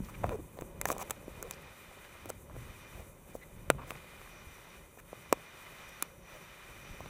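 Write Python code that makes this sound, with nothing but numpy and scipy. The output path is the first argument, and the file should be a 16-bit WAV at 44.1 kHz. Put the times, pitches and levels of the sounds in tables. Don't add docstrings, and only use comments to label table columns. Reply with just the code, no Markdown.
import sys
import numpy as np
from scipy import signal
from scipy.fft import rfft, irfft
from scipy.io import wavfile
from scipy.ndimage import uniform_filter1d

SR = 44100
rng = np.random.default_rng(int(sys.argv[2]) if len(sys.argv) > 2 else 0)


def int16_out(signal):
    q = np.round(np.clip(np.atleast_2d(signal).T, -1, 1) * 32767)
    wavfile.write(sys.argv[1], SR, q.astype(np.int16))


N = 312669
TIME_S = np.arange(N) / SR
BINS_HZ = np.linspace(0, SR / 2, 2049) + 1


def undb(db):
    return 10 ** (np.asarray(db) / 20)


def level(x, db, span_s=None):
    samples = span_s * SR if span_s else len(x)
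    return x * undb(db) / np.sqrt(np.sum(x ** 2) / samples + 1e-20)


def band(x, hz, width_hz):
    return signal.lfilter(*signal.iirpeak(hz, hz / width_hz, fs=SR), x)


def ring(x, gain):
    cepstrum = irfft(np.log(gain + 1e-6))
    half = len(cepstrum) // 2
    fold = np.r_[1, np.full(half - 1, 2), np.zeros(half)]
    response = irfft(np.exp(rfft(cepstrum * fold)))
    return signal.fftconvolve(x, response)[:len(x)]


def noise(spectrum, top_hz=SR / 2):
    hz, db = np.transpose(spectrum)
    f = np.maximum(np.fft.rfftfreq(N, 1 / SR), 1)
    gain = undb(np.interp(np.log(f), np.log(hz), db, left=-120, right=-120))
    return level(irfft(rfft(rng.standard_normal(N)) * gain * (f < top_hz), N), 0)


def flicker(rate_hz):
    hold = int(SR / rate_hz)
    return uniform_filter1d(np.repeat(rng.standard_normal(N // hold + 1), hold), hold)[:N]


def add(out, start_s, x):
    i = max(int(start_s * SR), 0)
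    out[i:i + len(x)] += x[:max(N - i, 0)]


# frequency in Hz, relative density in dB.
BUFFET_SPECTRUM = [(12, -19), (30, 1.5), (70, -0.5), (120, -3.5), (165, -6.5), (220, -10.5), (400, -18),
                   (900, -77)]
ROAR_SPECTRUM = [(90, -20), (160, 5.5), (270, -7), (380, 1.5), (460, -3.5), (560, 3), (700, -10.5),
                 (1000, -7), (2000, -30), (4000, -69)]
# peak time in seconds, length in seconds, buffet and roar in dB before trim.
GUSTS = [(0.02, 0.28, -45, -58.5), (0.285, 0.22, -39.5, -48.5), (0.64, 0.31, -50.5, -58),
         (0.91, 0.51, -51, -48.5), (1.41, 0.33, -54, -52.5), (2.292, 0.15, -50.5, -68),
         (2.577, 0.41, -50.5, -61), (3.006, 0.14, -48, -54), (3.345, 0.32, -55, -76),
         (3.728, 0.42, -49, -58), (4.198, 0.44, -61.5, -80), (5.34, .08, -54, -55), (7.02, 0.53, -50, -67)]


def wind(calm_buffet_db=-62, calm_roar_db=-60.5, buffet_trim_db=0.6, roar_trim_db=-0.55, rise=0.48):
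    buffet_power, roar_power = undb(calm_buffet_db) ** 2, undb(calm_roar_db) ** 2
    for peak_s, length_s, buffet_db, roar_db in GUSTS:
        from_peak = (TIME_S - peak_s) / length_s
        swell = np.exp(-np.maximum(-from_peak / rise, from_peak / (1 - rise)))
        buffet_power += (undb(buffet_db) * swell) ** 2
        roar_power += (undb(roar_db) * swell) ** 2
    buffet = noise(BUFFET_SPECTRUM) * undb(buffet_trim_db + 2.2 * flicker(36))
    roar = noise(ROAR_SPECTRUM) * undb(roar_trim_db + 1.4 * flicker(30))
    return buffet * np.sqrt(buffet_power) + roar * np.sqrt(roar_power)


# start in seconds, end in seconds, depth in dB.
DIPS = [(0, -0.017, 7), (0.404, 0.8, 7.5), (1.2, 1.27, 4), (2.416, 2.507, 10), (3.123, 3.26, 10.5),
        (3.35, 3.782, 7.5), (4.897, 5.04, 8.5), (6.156, 6.206, 11)]


def dip_db(fade_s=0.13, return_s=0.088):
    return np.max([np.interp(TIME_S, [start - fade_s, start, end, end + return_s], [0, depth, depth, 0])
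                   for start, end, depth in DIPS], axis=0)


# frequency in Hz, relative density in dB.
RUSH_SPECTRUM = [(300, -6), (700, -3.5), (1250, 2.5), (1700, -2), (2080, 3.5), (2260, -4), (2410, 7.5),
                 (2560, 0), (2720, -9), (3000, -1), (3280, -10), (3650, -3.5), (4100, -12), (9000, -21.5)]
# time in seconds, level in dB before trim and dips.
RUSH_ENVELOPE = [(0, -60.5), (1.5, -57), (1.85, -57.5), (4.05, -57), (5.1, -58.5), (5.8, -54), (6.5, -56),
                 (7.09, -55)]


def valley_rush(trim_db=1, flicker_db=0.6):
    db = np.interp(TIME_S, *np.transpose(RUSH_ENVELOPE)) + trim_db - dip_db()
    return noise(RUSH_SPECTRUM) * undb(db + flicker_db * flicker(25))


# frequency in Hz, relative density in dB.
HISS_SPECTRUM = [(3000, -20), (5350, -27), (5850, 1), (6600, 2.5), (8100, 4.5), (8900, 8.5), (9400, 1),
                 (9900, 10), (10700, 2), (12000, 3.5), (13000, 5.5), (13500, -4), (14500, 11.5),
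                 (15300, -2.5)]


def microphone_hiss(db=-64, dip_share=0.26, flicker_db=1.9):
    return noise(HISS_SPECTRUM, top_hz=15350) * undb(db - dip_share * dip_db() + flicker_db * flicker(25))


# time in seconds, level in dB before dips.
NARROW_ENVELOPE = [(0, -70), (0.45, -79), (0.95, -75), (2.1, -77), (2.8, -73), (3.6, -76), (4.15, -79),
                   (4.3, -70.5), (4.75, -72), (5.1, -75), (5.4, -73), (5.9, -69), (6.35, -68), (6.6, -76),
                   (6.9, -68), (7.09, -68)]


def narrow_hiss(hz=5880, width_hz=480, dip_share=0.6, waver_db=1.8):
    hiss = band(band(rng.standard_normal(N), hz, width_hz), hz, width_hz)
    db = np.interp(TIME_S, *np.transpose(NARROW_ENVELOPE)) - dip_share * dip_db()
    return level(hiss, 0) * undb(db + waver_db * flicker(14))


# start in seconds, peak in dB, frequency in Hz, 60 dB decay time in seconds.
JOLTS = [(0.003, -25.5, 201, 0.036), (0.248, -31, 94, 0.06), (0.621, -29, 138, 0.022),
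         (1.282, -47, 157, 0.036), (2.574, -43.5, 118.5, 0.47), (3.703, -37.5, 136.5, 0.43),
         (3.955, -41, 156, 0.046), (4.47, -38.5, 70, 0.065)]


def jolts():
    out, t = np.zeros(N), np.arange(SR // 3) / SR
    for start_s, db, hz, t60_s in JOLTS:
        add(out, start_s, undb(db - 60 * t / t60_s) * np.sin(2 * np.pi * hz * t))
    return out


# start in seconds, level in dB, typical stone pitch in Hz.
SCUFFS = [(0.04, -62, 4400), (1.52, -58, 4300), (1.655, -58, 900), (1.905, -57, 750), (2.03, -59, 2600),
          (2.145, -57, 1000), (2.488, -57, 950), (2.54, -58, 900), (3.95, -55, 1900), (4.26, -57, 1300)]


def gravel(scuff_s=0.028, count=14, size_spread_db=5, pitch_spread_octaves=0.6, decay_cycles=1.5):
    out, t = np.zeros(N), np.arange(SR // 10) / SR
    for start_s, db, hz in SCUFFS:
        onset_s = scuff_s * rng.random((count, 1))
        pitch, size = rng.standard_normal((2, count, 1))
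        cycles = np.maximum(t - onset_s, 0) * hz * 2 ** (pitch_spread_octaves * pitch)
        stones = undb(size_spread_db * size) * np.sin(2 * np.pi * cycles) * np.exp(-cycles / decay_cycles)
        add(out, start_s, level(stones.sum(0), db, scuff_s))
    return out


def modal_gain(modes, scatter_db=0.7):
    power = 0
    for hz, width_hz, db in modes:
        detuning = (BINS_HZ ** 2 - hz ** 2) / (BINS_HZ * width_hz)
        power += undb(db + scatter_db * rng.standard_normal()) ** 2 / (1 + detuning ** 2)
    return np.sqrt(power)


# frequency in Hz, width in Hz, relative gain in dB.
CASE_MODES = [(280, 190, 5.5), (500, 190, 8), (720, 420, 3.5), (966, 260, 6), (1800, 260, -7.5),
              (2420, 230, 7.5), (2880, 34, -2), (3680, 240, 0.5)]


def case_gain(lead_modes=(), notch_hz=870, notch_width_hz=50):
    offset_hz = BINS_HZ - notch_hz
    notch = np.hypot(offset_hz, notch_width_hz / 4) / np.hypot(offset_hz, notch_width_hz)
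    return modal_gain(CASE_MODES + list(lead_modes)) * notch


# frequency in Hz, width in Hz, relative gain in dB.
SHELL_MODES = [(3670, 600, -7), (6000, 330, 9), (6550, 450, 7), (7800, 550, 9.5), (8900, 1100, -1),
               (10500, 550, 6.5), (12600, 1400, 2.5), (14900, 700, 6.5)]


def shell_gain():
    return modal_gain(SHELL_MODES)


# start in seconds, end in seconds, creak level in dB, creak centre in Hz,
# scratch level in dB, slip unevenness from 0 to 1.
RUBS = [(0.08, 0.104, -52.5, 1188, -61, 0.7), (0.14, 0.155, -51.5, 1894, -74, 0.6),
        (0.234, 0.241, -35, 850, -60, 0.4), (0.25, 0.268, -48, 1000, -62, 0.7),
        (0.294, 0.332, -49, 1184, -67, 0.7), (0.305, 0.358, -38.5, 440, -62.5, 0.25),
        (0.385, 0.403, -45, 308, -83, 0.15), (0.567, 0.578, -51, 656, -67, 0.6),
        (0.868, 0.888, -52, 1227, -43.5, 0.5), (0.89, 0.928, -41, 654, -44, 0.48),
        (0.93, 0.955, -49, 620, -66, 0.6), (0.99, 1.03, -42, 950, -47.5, 0.7),
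        (1.008, 1.028, -51, 2700, -56, 0.7), (1.436, 1.477, -49, 446, -73, 0.32),
        (2.289, 2.3, -45, 720, -45.5, 0.54), (2.968, 3.008, -55.5, 538.5, -67, 0.57),
        (3.334, 3.364, -64, 605, -59.5, 0.5), (3.412, 3.438, -54.5, 2020, -74, 0.06),
        (3.781, 3.803, -48, 1020, -83, 0.3), (3.808, 3.838, -51, 1083, -83, 0.45),
        (3.87, 3.911, -58, 672, -57.5, 0.5), (4.985, 5.002, -54.5, 1580, -60, 0.4),
        (5.88, 5.895, -68, 1500, -59, 0.5), (6.328, 6.37, -55, 601, -67, 0.4)]


def rubs(slip_spread_db=3, swell_power=0.43, release_s=0.002, grain_db=3.5, grain_s=0.001):
    out = np.zeros(N)
    for start_s, end_s, creak_db, hz, scratch_db, uneven in RUBS:
        span_s = end_s - start_s
        t = np.arange(int((span_s + 0.02) * SR)) / SR
        pressure = np.minimum(t / span_s, 1) ** swell_power * np.clip((span_s - t) / release_s + 1, 0, 1)
        gap, strength = rng.standard_normal((256, 2)).T
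        slip_samples = (np.cumsum(np.exp(uneven * gap)) / hz * SR).astype(int)
        slips = np.bincount(slip_samples, undb(slip_spread_db * strength), len(t))[:len(t)]
        friction = band(slips * np.sqrt(pressure), hz, width_hz=0.49 * hz)
        creak = ring(friction, case_gain() / np.hypot(1, BINS_HZ / (2 * hz)))
        grain = undb(grain_db * np.interp(t / grain_s, np.arange(256), rng.standard_normal(256)))
        direct_gain = 0.89 * BINS_HZ / (BINS_HZ + 5000)
        scratch = ring(rng.standard_normal(len(t)) * grain * pressure, shell_gain() + direct_gain)
        add(out, start_s, level(creak, creak_db, span_s) + level(scratch, scratch_db, span_s))
    return out


def disperse(x, hz=1300, width_hz=1500):
    return 2 * band(x, hz, width_hz) - x


# start in seconds, thud level in dB, contact corner in Hz, roll-off above it in
# dB per octave before the bass tilt, snap level in dB, leading modes as (Hz, relative dB) pairs.
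KNOCKS = [(0.242, -29, 1070, 21, -61, [(710, 15), (2030, 11)]), (0.2932, -39.5, 700, 9, -59, [(1390, 2)]),
          (0.589, -42.5, 750, 19, -67, [(2000, 12), (4050, 22)]), (0.6108, -51, 1300, 12, -53, [(1390, 6)]),
          (0.6218, -40, 280, 11.5, -68, []), (0.8142, -39, 1380, 18, -36, [(2200, 20), (280, 13)]),
          (0.8553, -29.5, 500, 9, -36, [(1760, 19), (820, 19)]), (0.8882, -40, 1080, 9, -44, [(1000, 6)]),
          (0.9024, -29.5, 520, 13, -48, [(1130, 20), (2260, 13)]), (0.9166, -38.5, 440, 9, -42, [(500, 4)]),
          (0.9263, -44, 880, 7, -48, []), (0.9648, -41.5, 1040, 37, -68, [(850, 10)]),
          (0.9815, -52, 690, 9, -47.5, []), (1.0983, -45.5, 500, 8, -50, [(1390, 7)]),
          (1.1075, -38.5, 1650, 22, -36, [(3630, 16), (1390, 6)]), (1.1098, -42, 1000, 8, -41, [(960, 10)]),
          (1.2804, -41.5, 330, 15, -70, [(280, 6)]), (1.4271, -44.5, 1600, 27, -42.5, [(330, 17),
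          (1390, 6)]), (1.5103, -45, 1500, 4, -41, [(910, 12)]), (2.2575, -45, 800, 11, -55.5, [(300, 18)]),
          (2.3019, -37.5, 680, 19, -45, [(1360, 18), (3300, 22)]), (2.5649, -46, 600, 17, -68, [(600, 6)]),
          (3.3523, -39.5, 640, 21, -62, [(700, 6)]), (3.7017, -19, 590, 8.5, -31, [(410, 5), (570, 8),
          (1440, 13), (2700, 3)]), (3.9067, -38.5, 250, 9, -51, [(1240, 21), (2560, 19)]),
          (3.9175, -46, 1300, 16, -70, [(800, 8)]), (4.2155, -51.5, 840, 10, -69, [(1000, 4)]),
          (4.9743, -53, 950, 20, -71, []), (5.13, -42.5, 720, 18, -72, [(750, 3)]),
          (5.3267, -19.8, 700, 11, -31.5, [(300, 9), (490, 14), (1060, 12), (2450, 9)]),
          (6.0248, -35.5, 2700, 7, -30.5, [(1230, 13), (290, 15)]),
          (7.0054, -44, 1070, 30, -63, [(1100, 8)]), (7.0598, -47.5, 820, 9, -69, [(1100, 4)])]


def knocks(bass_tilt=0.66, lead_width_share=0.2, tremble_s=0.0054, chatter_s=0.0009, give_s=0.0004):
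    out, t = np.zeros(N), np.arange(SR // 16) / SR
    blow = signal.unit_impulse(len(t))
    for start_s, thud_db, corner_hz, rolloff_db, snap_db, modes in KNOCKS:
        tremble = 0.025 * rng.standard_normal(len(t)) * np.exp(-t / tremble_s)
        chatter = 0.55 * rng.standard_normal(len(t)) * np.exp(-t / chatter_s)
        ratio = BINS_HZ / corner_hz
        push_gain = ratio ** bass_tilt / np.sqrt(0.5 + ratio ** (rolloff_db / (10 * np.log10(2))))
        lead_modes = [(hz, lead_width_share * hz, db) for hz, db in modes]
        body = ring(blow + tremble, push_gain * case_gain(lead_modes))
        thud = disperse(disperse(body), hz=2300, width_hz=1000)
        snap = ring(blow + chatter, shell_gain())
        add(out, start_s - give_s, level(thud, thud_db, span_s=0.01))
        add(out, start_s, level(snap, snap_db, span_s=0.01))
    return out


def ticks(count=45, db=-59, scatter_db=1, typical_corner_hz=800):
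    out, blow = np.zeros(N), signal.unit_impulse(SR // 16)
    for when, softness, hardness in rng.random((count, 3)):
        ratio = BINS_HZ / (typical_corner_hz * 2 ** (2 * hardness - 1))
        body = ring(blow, case_gain() * ratio / (1 + ratio ** 2) ** 2)
        tick_db = db - scatter_db * (2 * softness - 1)
        add(out, when * N / SR, level(disperse(body), tick_db, span_s=0.01))
    return out * undb(-dip_db())


def scene():
    background = wind() + valley_rush() + microphone_hiss() + narrow_hiss()
    return (background + jolts() + gravel() + rubs() + knocks() + ticks())[None]


def record(dry):
    return signal.sosfilt(signal.ellip(8, .2, 70, 15900, fs=SR, output="sos"), dry, axis=-1)


dry = scene()
out = record(dry)
int16_out(out)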